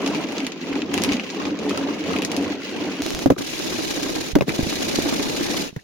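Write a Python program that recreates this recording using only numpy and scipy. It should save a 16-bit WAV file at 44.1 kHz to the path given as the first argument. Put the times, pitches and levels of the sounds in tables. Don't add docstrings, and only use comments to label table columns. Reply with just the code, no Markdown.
import sys
import numpy as np
from scipy import signal
from scipy.fft import rfft, irfft, next_fast_len
from scipy.io import wavfile
from scipy.ndimage import uniform_filter1d

SR = 44100
rng = np.random.default_rng(int(sys.argv[2]) if len(sys.argv) > 2 else 0)


def wav_out(sig):
    wavfile.write(sys.argv[1], SR, np.round(np.clip(np.atleast_2d(sig).T, -1, 1) * 32767).astype(np.int16))


N = 257103
FAST_FROM_S = 3.02
TOP_HZ = 16100


# frequency in Hz, density in dB per Hz.
RUMBLE_SPECTRUM = [(20, -8), (45, -6.5), (90, -2.5), (160, 0), (400, -52), (2000, -83), (16000, -77)]
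# frequency in Hz, density in dB per Hz.
SURGE_SPECTRUM = [(25, -34), (60, -20), (90, 12), (125, -13), (250, 0), (2000, -44)]

# start in seconds, length in seconds, slosh level in dB, splash level in dB.
SWINGS = [(0.003, 0.2, -27.5, -32.5), (0.3, 0.097, -29.5, -35), (0.71, 0.074, -27.5, -37),
          (0.951, 0.14, -24.5, -32), (1.399, 0.068, -27, -33.5), (1.628, 0.28, -27, -33.5),
          (2.093, 0.075, -24.5, -33), (2.316, 0.16, -27, -33.5), (2.754, 0.12, -27.5, -35.5),
          (3.005, 0.012, -31.5, -36.5)]
# build-up in dB per second, settling in dB per second.
LIQUID_INERTIA = [(85, 48), (100, 65)]
# slosh level in dB, splash level in dB.
IDLE_LIQUID_DB = [-35.5, -45.5]
# start in seconds, length in seconds, level in dB.
SLIDES = [(-0.004, 0.24, -38), (0.29, 0.15, -39.5), (0.624, 0.17, -41), (0.945, 0.2, -37),
          (1.184, 0.18, -40.5), (1.4, 0.098, -40), (1.63, 0.21, -39.5), (1.875, 0.21, -40),
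          (2.083, 0.083, -37), (2.323, 0.22, -39.5), (2.63, 0.49, -39)]
SLIP_DB_PER_S, GRIP_DB_PER_S = 133, 156
ROLL_DB = -46.5
# time in seconds, liquid level in dB, screws level in dB.
BOUTS = [
    [(3.02, -31, -35.5), (3.24, -30.5, -38.5)],
    [(3.395, -31.5, -41.5), (3.5, -36.5, -34.5), (3.7, -30, -34), (3.92, -31, -33.5), (4.17, -29.5, -37),
     (4.32, -35, -37.5)],
    [(4.48, -30, -38), (4.75, -30, -33.5), (5.08, -26, -34), (5.3, -28, -34.5), (5.62, -27.5, -33.5),
     (5.692, -38, -41.5)],
]
START_DB_PER_S, STOP_DB_PER_S, REST_DB = 906, 694, -59
CHURN_DB, SPLASH_DB = -2.5, -5.5

# frequency in Hz, density in dB per Hz.
HOLLOW_SPECTRUM = [(30, -70), (60, -24), (95, -26.5), (130, -24), (180, -8), (240, -4.5), (280, 0),
                   (320, -2.5), (420, -3.5), (600, -7), (900, -22.5), (1600, -34)]
# frequency in Hz, density in dB per Hz.
CHURN_SPECTRUM = [(30, -49), (60, -15), (130, -20.5), (180, -9), (240, -4.5), (280, 0), (420, -3.5),
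                  (600, -6.5), (900, -15), (1600, -43)]
# frequency in Hz, density in dB per Hz.
SPLASH_SPECTRUM = [(300, -6.5), (600, 0.5), (1000, -3.5), (1300, -5.5), (2000, -4.5), (4000, -29),
                   (9000, -54)]
# centre in seconds, level in dB, pitch at the centre in Hz, half width (sigma) in seconds.
GULPS = [(0.04, -25, 286, 0.013), (0.082, -21, 282, 0.02), (0.155, -28, 227, 0.014),
         (0.179, -27.5, 298, .01), (0.254, -25, 282, 0.0058), (0.37, -27.5, 332, 0.01),
         (0.438, -22, 268, 0.0099), (0.625, -28, 255, 0.012), (0.709, -25.5, 282, 0.0091),
         (0.767, -22, 276, 0.0099), (0.835, -25, 287, 0.0077), (0.938, -24.5, 286, .012),
         (1.017, -25, 340, 0.0073), (1.05, -41, 90, 0.018), (1.097, -20.5, 282, 0.019),
         (1.125, -38, 92, .012), (1.153, -21.5, 238, 0.006), (1.41, -29, 280, 0.02),
         (1.474, -22.5, 283, 0.012), (1.53, -22, 294, 0.011), (1.675, -23.5, 288, .014),
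         (1.685, -29.5, 437, 0.017), (1.716, -19.5, 289, 0.0082), (1.814, -25, 290, 0.0099),
         (1.847, -26, 265, 0.0072), (1.9, -26, 291, 0.011), (2.013, -26, 314, 0.0099),
         (2.103, -25, 453, 0.011), (2.132, -25, 275, .01), (2.183, -25, 293, 0.012), (2.24, -25, 274, .009),
         (2.295, -26, 302, 0.0085), (2.405, -23.5, 281, 0.024), (2.475, -40, 100, 0.0095),
         (2.48, -23, 285, 0.0074), (2.511, -24.5, 288, 0.0074), (2.819, -25.5, 288, 0.014),
         (2.881, -25, 320, 0.0064), (3.008, -24, 288, 0.0073)]
# ratio to its pitch, level in dB.
GULP_MODES = [(0.68, -15), (1, -0.5), (1.45, -16)]
GULP_RISE_PER_S, GULP_ROUGH = 1, 0.17
# start in seconds, level in dB, panel pitch in Hz.
THROWS = [(3.058, -16, 316), (3.217, -21, 328), (3.406, -15.5, 284), (3.531, -21, 312), (3.596, -17, 295),
          (3.658, -19, 318), (3.722, -17, 334), (3.786, -16, 308), (3.844, -22, 360), (3.906, -12.5, 290),
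          (3.971, -13, 281), (4.03, -18, 295), (4.06, -14, 288), (4.091, -16, 310), (4.161, -18, 293),
          (4.21, -21.5, 318), (4.499, -15, 285), (4.534, -24, 283), (4.724, -16, 292), (4.817, -17, 276),
          (4.883, -18.5, 277), (4.939, -18.5, 306), (5.056, -10, 287), (5.124, -12.5, 230),
          (5.194, -12.5, 257), (5.267, -24, 318), (5.327, -24, 340), (5.409, -15, 278), (5.498, -15.5, 284),
          (5.54, -18.5, 526)]
THUMP_DB, THUMP_T60_S, THUMP_RISE_S = 0.5, 0.043, 0.00228
SLAP_DB = -5.5

STEEL_MODES = [1020, 1270, 1640, 1992, 2180, 2400, 2555, 2810, 3050, 3376, 3586, 3773, 3891, 4101, 4477,
               4945, 5227, 5900, 6600, 8580, 9150, 10335, 11700]
# frequency in Hz, density in dB per Hz.
SLIDE_SPECTRUM = [(600, -22), (1400, -8), (2000, -3), (2600, -2), (3300, -5), (4100, -5.5), (5000, -9),
                  (6700, -10), (10000, -27), (16000, -12.5)]
# frequency in Hz, density in dB per Hz.
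RASP_SPECTRUM = [(700, -22), (1500, -5), (2000, -2), (2700, 2), (3500, -6), (6500, -13), (9000, -43),
                 (16000, -35)]
# frequency in Hz, density in dB per Hz.
SCRAPE_SPECTRUM = [(2000, -33), (4500, -2), (9000, 9), (16000, -4)]
# frequency in Hz, density in dB per Hz.
RATTLE_SPECTRUM = [(600, -19.5), (1300, -8.5), (1800, -5.5), (2600, -2.5), (3300, -3.5), (4000, -2),
                   (5000, -4), (6700, -3.5), (10000, -2), (16000, -8.5)]
CLINK_DB, RASP_DB, JINGLE_DB = -5, -3.5, -7
SCRAPE_DB, SCRAPE_GROWS, TYPICAL_SLIDE_DB = -7.5, 1.15, -39
# centre in seconds, level in dB.
SHOWERS = [(3.062, -35.5), (3.09, -31), (3.226, -28), (3.389, -25.5), (3.42, -27), (3.474, -27.5),
           (3.53, -37), (3.597, -33), (3.668, -28.5), (3.728, -30), (3.789, -36), (3.848, -25),
           (3.911, -23), (3.975, -30), (4.035, -23.5), (4.1, -25.5), (4.159, -25), (4.212, -24),
           (4.267, -28), (4.493, -27), (4.557, -24.5), (4.634, -25.5), (4.701, -21), (4.76, -25.5),
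           (4.827, -21), (4.89, -20.5), (4.958, -18), (5.026, -21.5), (5.092, -20), (5.141, -24),
           (5.165, -26), (5.231, -21.5), (5.299, -24.5), (5.369, -23.5), (5.437, -21.5), (5.509, -21.5),
           (5.574, -21), (5.621, -24)]
SHOWER_S = 0.0057
REBOUND_S, REBOUND_DB = 0.029, -9

# start in seconds, level in dB.
TICKS = [(3.0211, -4), (3.0641, -2.5), (3.1056, -3.5), (3.149, -3.5), (3.1921, -5.5)]
# start in seconds, level in dB, pitch in Hz, 60 dB decay in seconds.
CLANKS = [(0.066, -28, 1040, .05), (0.141, -30, 1060, .05), (0.204, -31, 1010, 0.055),
          (0.759, -25.5, 836, 0.059), (0.941, -26.5, 990, .04), (0.976, -26, 955, 0.053),
          (1.126, -28, 1100, .04), (1.401, -25, 1227, 0.061), (1.468, -27.5, 1215, .05),
          (1.708, -26, 1290, .05), (1.775, -23, 1220, .06), (1.835, -30, 1000, .06),
          (1.885, -26, 1046, .06), (2.104, -26, 1140, .05), (2.137, -24, 1243, 0.069),
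          (2.191, -28, 995, 0.055), (2.337, -28, 1020, .05), (2.427, -30, 990, 0.044),
          (3.302, -15, 950, .025), (3.3215, -31, 2540, 0.019), (4.3532, -20, 3570, .014),
          (4.353, -23, 2440, .016), (4.354, -12, 990, 0.016), (4.4084, -15.5, 2485, 0.02),
          (4.409, -26, 3850, 0.022), (4.421, -25, 2030, .024), (5.7617, -31, 1750, 0.021),
          (5.79, -40, 1780, 0.041)]
# ratio to its pitch, level in dB.
CLANK_MODES = [(0.88, -7), (1, -1.5), (1.11, -6.5), (1.52, -14), (2.07, -14)]
CLANK_RISE_S = 0.00099
# start in seconds, level in dB,
# brightness from 4840 to 7000 Hz in dB, sparkle from 9000 Hz up in dB.
CLACKS = [(0.061, -13, 2, -2), (0.0749, -17, 5, 5), (0.1378, -23, -4, -6), (0.1464, -12.5, -1, -5),
          (0.321, -25, 5, 7), (0.38, -14.5, 4, -6), (0.402, -13, -4, -8), (0.43, -19, -9, -14),
          (0.465, -7.5, -3, -2.5), (0.518, -15.5, -0.5, -13), (0.7267, -12, -21, -23),
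          (0.7528, -11.5, -7, -15), (0.818, -11.5, -7, -17), (0.9392, -5.5, -1.5, 1.5),
          (0.976, -6.5, -1, -2), (1.0179, -13, 5, 2), (1.0354, -9, 7, 9), (1.0444, -7, -3, -1),
          (1.089, -8, -9, -13), (1.1184, -4.5, -2.5, -8), (1.1317, -12, 2, -2), (1.1663, -14, -1.5, -13),
          (1.1949, -8, -16, -28), (1.3, -18, 7, -12), (1.4512, -11, 1, -17), (1.5882, -16.5, -0.5, -8),
          (1.6928, -14, 3.5, 0), (1.7057, -15.5, -2, -3), (1.7732, -14, 5, 4.5), (2.038, -14.5, -7, -11),
          (2.1314, -12.5, -5, -5), (2.1611, -6, -20, -9), (2.185, -10.5, -5, -5), (2.219, -5.5, -5, -2),
          (2.233, -12, -14, -8), (2.2474, -8, 4.5, 4), (2.315, -10.5, 1, 3), (2.3637, -14, 6.5, 9.5),
          (2.4243, -23, 4, 5), (4.4908, -5.5, -30, -6)]
# frequency in Hz, density in dB per Hz.
CLACK_SPECTRUM = [(500, -7.5), (1400, -10.5), (2400, 2), (3500, -2.5), (5200, -5), (6700, -6), (10000, -3),
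                  (16000, -15.5)]
SCREW_RING_DB, SCREW_RING_T60_S = -15, 0.026

# start in seconds, level in dB, pitch in Hz,
# 60 dB decay in seconds, crack level against the boom in dB.
KNOCKS = [(3.14, -29, 50, .11, -36), (3.259, -2, 264, 0.059, -14), (3.2604, -15.5, 520, 0.02, -21),
          (3.272, -15, 333, 0.03, -10), (3.3015, -10, 530, 0.018, -5.5), (3.3038, -1, 470, 0.028, -19.5),
          (3.3075, -5.5, 249.5, 0.055, -38), (3.3185, -7.5, 272, 0.043, -15.5),
          (3.333, -24, 300, .025, -14), (3.363, -30, 1110, 0.031, -21), (3.366, -24, 343, 0.07, -29),
          (3.382, -25.5, 1280, 0.015, -1), (4.333, -20, 52, 0.1, -31), (4.3531, -10.5, 192, 0.032, -2.5),
          (4.3607, -1, 278, 0.062, -42), (4.367, -18, 520, 0.027, -34), (4.3856, -25.5, 410, 0.03, 4),
          (4.4087, -12.5, 510, .045, -4.5), (4.4205, -6.5, 384, 0.02, -15), (4.4806, -22.5, 393, 0.053, 1),
          (4.591, -9, 242, 0.035, -15), (4.598, -16, 224, 0.021, -30), (4.6093, -10.5, 283, 0.013, -30),
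          (4.63, -13, 80, 0.04, -38), (4.669, -14.5, 184, 0.028, -30), (4.9872, -5.5, 289, 0.027, -24),
          (5.728, -31, 170, .03, -19), (5.7625, -32, 252, 0.025, 5.5), (5.767, -20, 112, 0.052, -44)]
# frequency in Hz, density in dB per Hz.
CRACK_SPECTRUM = [(30, -14), (150, 21.5), (500, 8.5), (1000, -4), (1600, -5.5), (2600, -11), (4000, -14.5),
                  (7000, -14.5), (16000, -10)]
CRACK_RISE_S = 0.0009
# ratio to its pitch, level in dB, share of its decay time.
PANEL_MODES = [(1, 1.5, 1), (1.95, -11, 0.94), (2.3, -24.5, 0.39), (3.4, -36, 0.85)]
STRETCH, STRETCH_S = 0.22, 0.0046
CLATTER_DB = -14


def amp(db):
    return 10 ** (np.asarray(db) / 20)


def unit(x):
    return x / np.sqrt(np.mean(x ** 2) + 1e-20)


def clock():
    return np.arange(N) / SR


def noise(length):
    return rng.standard_normal((2, length))


def add(track, s, sound):
    i = max(round(s * SR), 0)
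    track[:, i:i + sound.shape[1]] += sound[:, :N - i]


def colour(x, points):
    n = x.shape[-1]
    m = 2 * next_fast_len(n // 2 + 2048)
    f, db = np.transpose(points)
    gain = amp(np.interp(np.log(np.fft.rfftfreq(m, 1 / SR) + 1), np.log(f), db))
    cepstrum = irfft(np.log(gain), m)
    cepstrum[1:m // 2] *= 2
    cepstrum[m // 2 + 1:] = 0
    response = np.exp(rfft(cepstrum))
    return irfft(rfft(x, m) * response, m)[..., :n]


def steady(x, span):
    power = np.mean(x ** 2, axis=0)
    for _ in range(2):
        power = uniform_filter1d(power, max(int(span * SR), 1))
    return x / np.sqrt(np.abs(power) + 1e-20)


def spread(pair, side_db):
    middle, side = pair[0], amp(side_db) * pair[1]
    return np.array([middle + side, middle - side]) / np.sqrt(1 + amp(side_db) ** 2)


def bump(s, width):
    return np.exp(-.5 * np.minimum(np.abs(clock() - s) / width, 10) ** 2)


def outside(start, end, rise, fall):
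    t = clock()
    return rise * np.maximum(start - t, 0) + fall * np.maximum(t - end, 0)


def fast():
    return np.clip((clock() - FAST_FROM_S) / .02 + .5, 0, 1)


def impacts(rate, scatter_db):
    count = int(rate * N / SR)
    strength = np.clip(rng.standard_normal(count), -2, 2)
    return np.bincount(rng.integers(0, N, count), amp(scatter_db * strength), N)


def pings(rate, centre_hz, octaves, cycles, scatter_db, rise, size=600):
    count = int(rate * N / SR)
    k = np.arange(size)
    tracks = []
    for _ in range(2):
        pitch, strength = np.clip(rng.standard_normal((2, count, 1)), -2, 2)
        turns = (centre_hz * 2 ** (octaves * pitch) / SR).astype(np.float32) * k.astype(np.float32)
        age = turns / float(cycles)
        decay = np.exp(-float(np.log(1000)) * age) * (1 - np.exp(-2 * turns))
        wave = amp(scatter_db * strength) * decay * np.sin(2 * np.pi * turns * (1 + float(rise) * age))
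        places = rng.integers(0, N, (count, 1)) + k
        tracks.append(np.bincount(places.ravel(), wave.ravel(), N)[:N])
    return np.array(tracks)


def shell(t60, ring_db, ring_t60):
    t = np.arange(SR // 8) / SR
    loading = 1 + .012 * rng.standard_normal(len(STEEL_MODES))
    modes = np.sin(2 * np.pi * np.outer(STEEL_MODES * loading, t))
    ring = unit(noise(len(STEEL_MODES)) @ modes) + 2.65 * noise(len(t))
    crack = noise(len(t)) * amp(-60 * t / t60)
    return crack + ring * amp(ring_db - 60 * t / ring_t60)


def screws(rate, scatter_db, t60, ring_db, count=7):
    total = np.zeros((2, N))
    for _ in range(count):
        contacts = impacts(rate / count, scatter_db)[None]
        total += signal.oaconvolve(contacts, shell(t60, ring_db, ring_t60=0.075), axes=1)[:, :N]
    return total


def panel(hz, t60, rise):
    t = np.arange(SR // 8) / SR
    turns = hz * (t + STRETCH * STRETCH_S * (1 - np.exp(-t / STRETCH_S)))
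    boom = np.zeros((2, len(t)))
    for ratio, db, life in PANEL_MODES:
        boom += amp(db - 60 * t / (t60 * life)) * np.sin(2 * np.pi * np.outer([1, 1.14], ratio * turns))
    boom = spread(boom, side_db=-5.5)[rng.permutation(2)]
    clatter_spectrum = [(hz / 4, -25), (hz, 0), (hz * 2, -4), (hz * 4, -30), (hz * 20, -56)]
    clatter = unit(colour(noise(len(t)), clatter_spectrum))
    return (boom + amp(CLATTER_DB - 60 * t / t60) * clatter) * (1 - np.exp(-t / rise))


def clank(hz, t60):
    t = np.arange(SR // 8) / SR
    ratio, level = np.transpose(CLANK_MODES)
    phase = rng.random((len(ratio), 1)) + .2 * rng.standard_normal((2, len(ratio), 1))
    ring = unit(amp(level) @ np.sin(2 * np.pi * (np.outer(ratio * hz, t) + phase)))
    return amp(-60 * t / t60) * (1 - np.exp(-t / CLANK_RISE_S)) * ring


def swings():
    levels = []
    for k, (rise, fall) in enumerate(LIQUID_INERTIA):
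        each = [db[k] - outside(s, s + length, rise, fall) for s, length, *db in SWINGS]
        levels.append(np.maximum(IDLE_LIQUID_DB[k], np.max(each, axis=0)))
    return levels


def slides():
    each = [db - outside(s, s + length, SLIP_DB_PER_S, GRIP_DB_PER_S) for s, length, db in SLIDES]
    return np.maximum(ROLL_DB, np.max(each, axis=0))


def vigour():
    levels = np.full((2, N), float(REST_DB))
    for rows in BOUTS:
        s, *columns = np.transpose(rows)
        fade = outside(s[0], s[-1], START_DB_PER_S, STOP_DB_PER_S)
        levels = np.maximum(levels, [np.interp(clock(), s, db) - fade for db in columns])
    return levels


def shaking():
    liquid_db, screws_db = vigour()
    churn_db = liquid_db + CHURN_DB
    slow_gains = amp([*swings(), slides()])
    fast_gains = amp([churn_db, churn_db + SPLASH_DB, screws_db])
    return (1 - fast()) * slow_gains + fast() * fast_gains


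def rumble(slosh):
    low = unit(colour(noise(N), RUMBLE_SPECTRUM))
    surge = spread(unit(colour(noise(N), SURGE_SPECTRUM)), side_db=-14)
    room_and_tank = low * (amp(-62) + slosh * fast() * amp(-12.0))
    return room_and_tank + surge * slosh ** 2 * (1 - fast()) * amp(6.0)


def ticks():
    out = np.zeros((2, N))
    for s, db in TICKS:
        add(out, s, amp(db + 2.0) * np.tile([1, .5], (2, 1)))
    return out


def knocks():
    out = np.zeros((2, N))
    for s, db, hz, t60, crack_db in KNOCKS:
        crack = colour(shell(t60=0.021, ring_db=-20.5, ring_t60=0.095), CRACK_SPECTRUM)
        crack = crack * (1 - np.exp(-np.arange(crack.shape[1]) / SR / CRACK_RISE_S))
        crack = crack / np.abs(crack).max()
        boom = panel(hz, t60, rise=0.00052)
        add(out, s, amp(db) * (boom + amp(crack_db + 10.5) * crack))
    return out


def clanks():
    out = np.zeros((2, N))
    for s, db, hz, t60 in CLANKS:
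        add(out, s, amp(db) * clank(hz, t60))
    return out


def clacks():
    hits, rings = np.zeros((2, 2, N))
    for s, db, bright_db, sparkle_db in CLACKS:
        tilt_hz, tilt_db = [2680, 4840, 7000, 9000], [0, bright_db, bright_db, sparkle_db]
        spectrum = [(hz, level + np.interp(hz, tilt_hz, tilt_db)) for hz, level in CLACK_SPECTRUM]
        head, shank = (.0018, 0), (rng.uniform(0.0042, 0.0083), -7)
        for delay, drop_db in [head, shank]:
            hit = colour(shell(t60=0.0064, ring_db=-27.0, ring_t60=0.12), spectrum)
            add(hits, s + delay, amp(db + drop_db + 2.5) * hit)
        ring = clank(rng.uniform(2100, 2897), SCREW_RING_T60_S)
        add(rings, s + 0.00178, amp(db + SCREW_RING_DB) * ring)
    return spread(hits, side_db=-1.0) + rings


def throws():
    out = np.zeros((2, N))
    for s, db, hz in THROWS:
        slap = colour(shell(t60=0.049, ring_db=-35, ring_t60=0.041), SPLASH_SPECTRUM)
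        add(out, s, amp(db + THUMP_DB) * panel(hz, THUMP_T60_S, rise=THUMP_RISE_S))
        add(out, s + THUMP_RISE_S, amp(db + SLAP_DB) * slap / np.abs(slap).max())
    return out


def gulps():
    out = np.zeros((2, N))
    t = np.arange(SR // 5) / SR
    ratio, level = np.transpose(GULP_MODES)
    for s, db, hz, width in GULPS:
        age = t - min(s, .1)
        turns = hz * (age + GULP_RISE_PER_S * age ** 2 / 2)
        phase = rng.random((len(ratio), 1))
        note = amp(level) @ np.sin(2 * np.pi * (np.outer(ratio, turns) + phase))
        froth_spectrum = [(hz / 4, -30), (hz, 0), (hz * 2, -5), (hz * 4, -30), (hz * 20, -80)]
        froth = unit(colour(noise(len(t)), froth_spectrum))
        swell = np.exp(-.5 * (age / width) ** 2)
        add(out, s + age[0], amp(db) * swell * (unit(note) + GULP_ROUGH * froth))
    return out


def liquid(slosh, splash):
    slow = 1 - fast()
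    wash = pings(rate=650, centre_hz=334.5, octaves=0.86, cycles=5.44, scatter_db=1.0, rise=0.1, size=1000)
    slow_wash = steady(colour(wash, HOLLOW_SPECTRUM), span=0.035)
    fast_wash = steady(colour(wash, CHURN_SPECTRUM), span=0.12)
    wash = spread(slow * slow_wash + fast() * fast_wash, -10 * slow)
    spray = pings(rate=600, centre_hz=1078, octaves=0.658, cycles=14.2, scatter_db=3.0, rise=0.099)
    bubbles = pings(rate=110, centre_hz=1108, octaves=0.372, cycles=70, scatter_db=0.0, rise=0.091, size=1500)
    drops = unit(spray) + amp(-3.5) * slow * unit(bubbles)
    drops = spread(steady(colour(drops, SPLASH_SPECTRUM), span=0.039), -7 * slow)
    return slosh * amp(0.35 + 3.13 * fast()) * wash + splash * amp(-1 + 1.8 * fast()) * drops


def slow_screws(level):
    tumble = screws(rate=300, scatter_db=5, t60=0.0035, ring_db=-18.5)
    tumble = steady(colour(tumble, SLIDE_SPECTRUM), span=.09)
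    clinks = pings(rate=150, centre_hz=3000, octaves=0.55, cycles=70, scatter_db=3.5, rise=0, size=1500)
    clinks = steady(colour(clinks, SLIDE_SPECTRUM), span=0.098)
    rasp = unit(colour(noise(N), RASP_SPECTRUM))
    scrape = screws(rate=500, scatter_db=5, t60=0.0019, ring_db=-15, count=3)
    scrape = steady(colour(scrape, SCRAPE_SPECTRUM), span=0.044)
    scrape_gain = amp(SCRAPE_DB) * (level / amp(TYPICAL_SLIDE_DB)) ** SCRAPE_GROWS
    mix = tumble + amp(CLINK_DB) * clinks + amp(RASP_DB) * rasp + scrape_gain * scrape
    return spread(mix, side_db=-0.5)


def fast_screws():
    rattle = screws(rate=1500, scatter_db=8.0, t60=0.0039, ring_db=-9.0)
    rattle = steady(colour(rattle, RATTLE_SPECTRUM), span=0.049)
    jingle = pings(rate=420, centre_hz=4000, octaves=0.65, cycles=55, scatter_db=4, rise=0, size=1000)
    return rattle + amp(JINGLE_DB) * steady(colour(jingle, RATTLE_SPECTRUM), span=0.12)


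def sliding(level):
    return level * (amp(2.5) * (1 - fast()) * slow_screws(level) + amp(5.5) * fast() * fast_screws())


def strokes():
    forth = sum(amp(db) * bump(s, SHOWER_S) for s, db in SHOWERS)
    back = amp(REBOUND_DB) * np.interp(clock() - REBOUND_S, clock(), forth)
    shower = screws(rate=1600, scatter_db=5.5, t60=0.01, ring_db=-14)
    return np.hypot(forth, back) * steady(colour(shower, RATTLE_SPECTRUM), span=0.014)


def scene():
    slosh, splash, slide = shaking()
    hits = ticks() + knocks() + clanks() + clacks()
    wet = throws() + gulps() + liquid(slosh, splash)
    return rumble(slosh) + hits + wet + sliding(slide) + strokes()


def record(dry):
    m = next_fast_len(N + 4096)
    hz = np.fft.rfftfreq(m, 1 / SR)
    shelf = amp(-11.5 * np.clip((hz - 6950) / 600, 0, 1))
    clipped = np.clip(irfft(rfft(dry, m) * shelf, m), -1, 1)
    return irfft(rfft(clipped) * (hz < TOP_HZ), m)[:, :N]


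dry = scene()
out = record(dry)
wav_out(out)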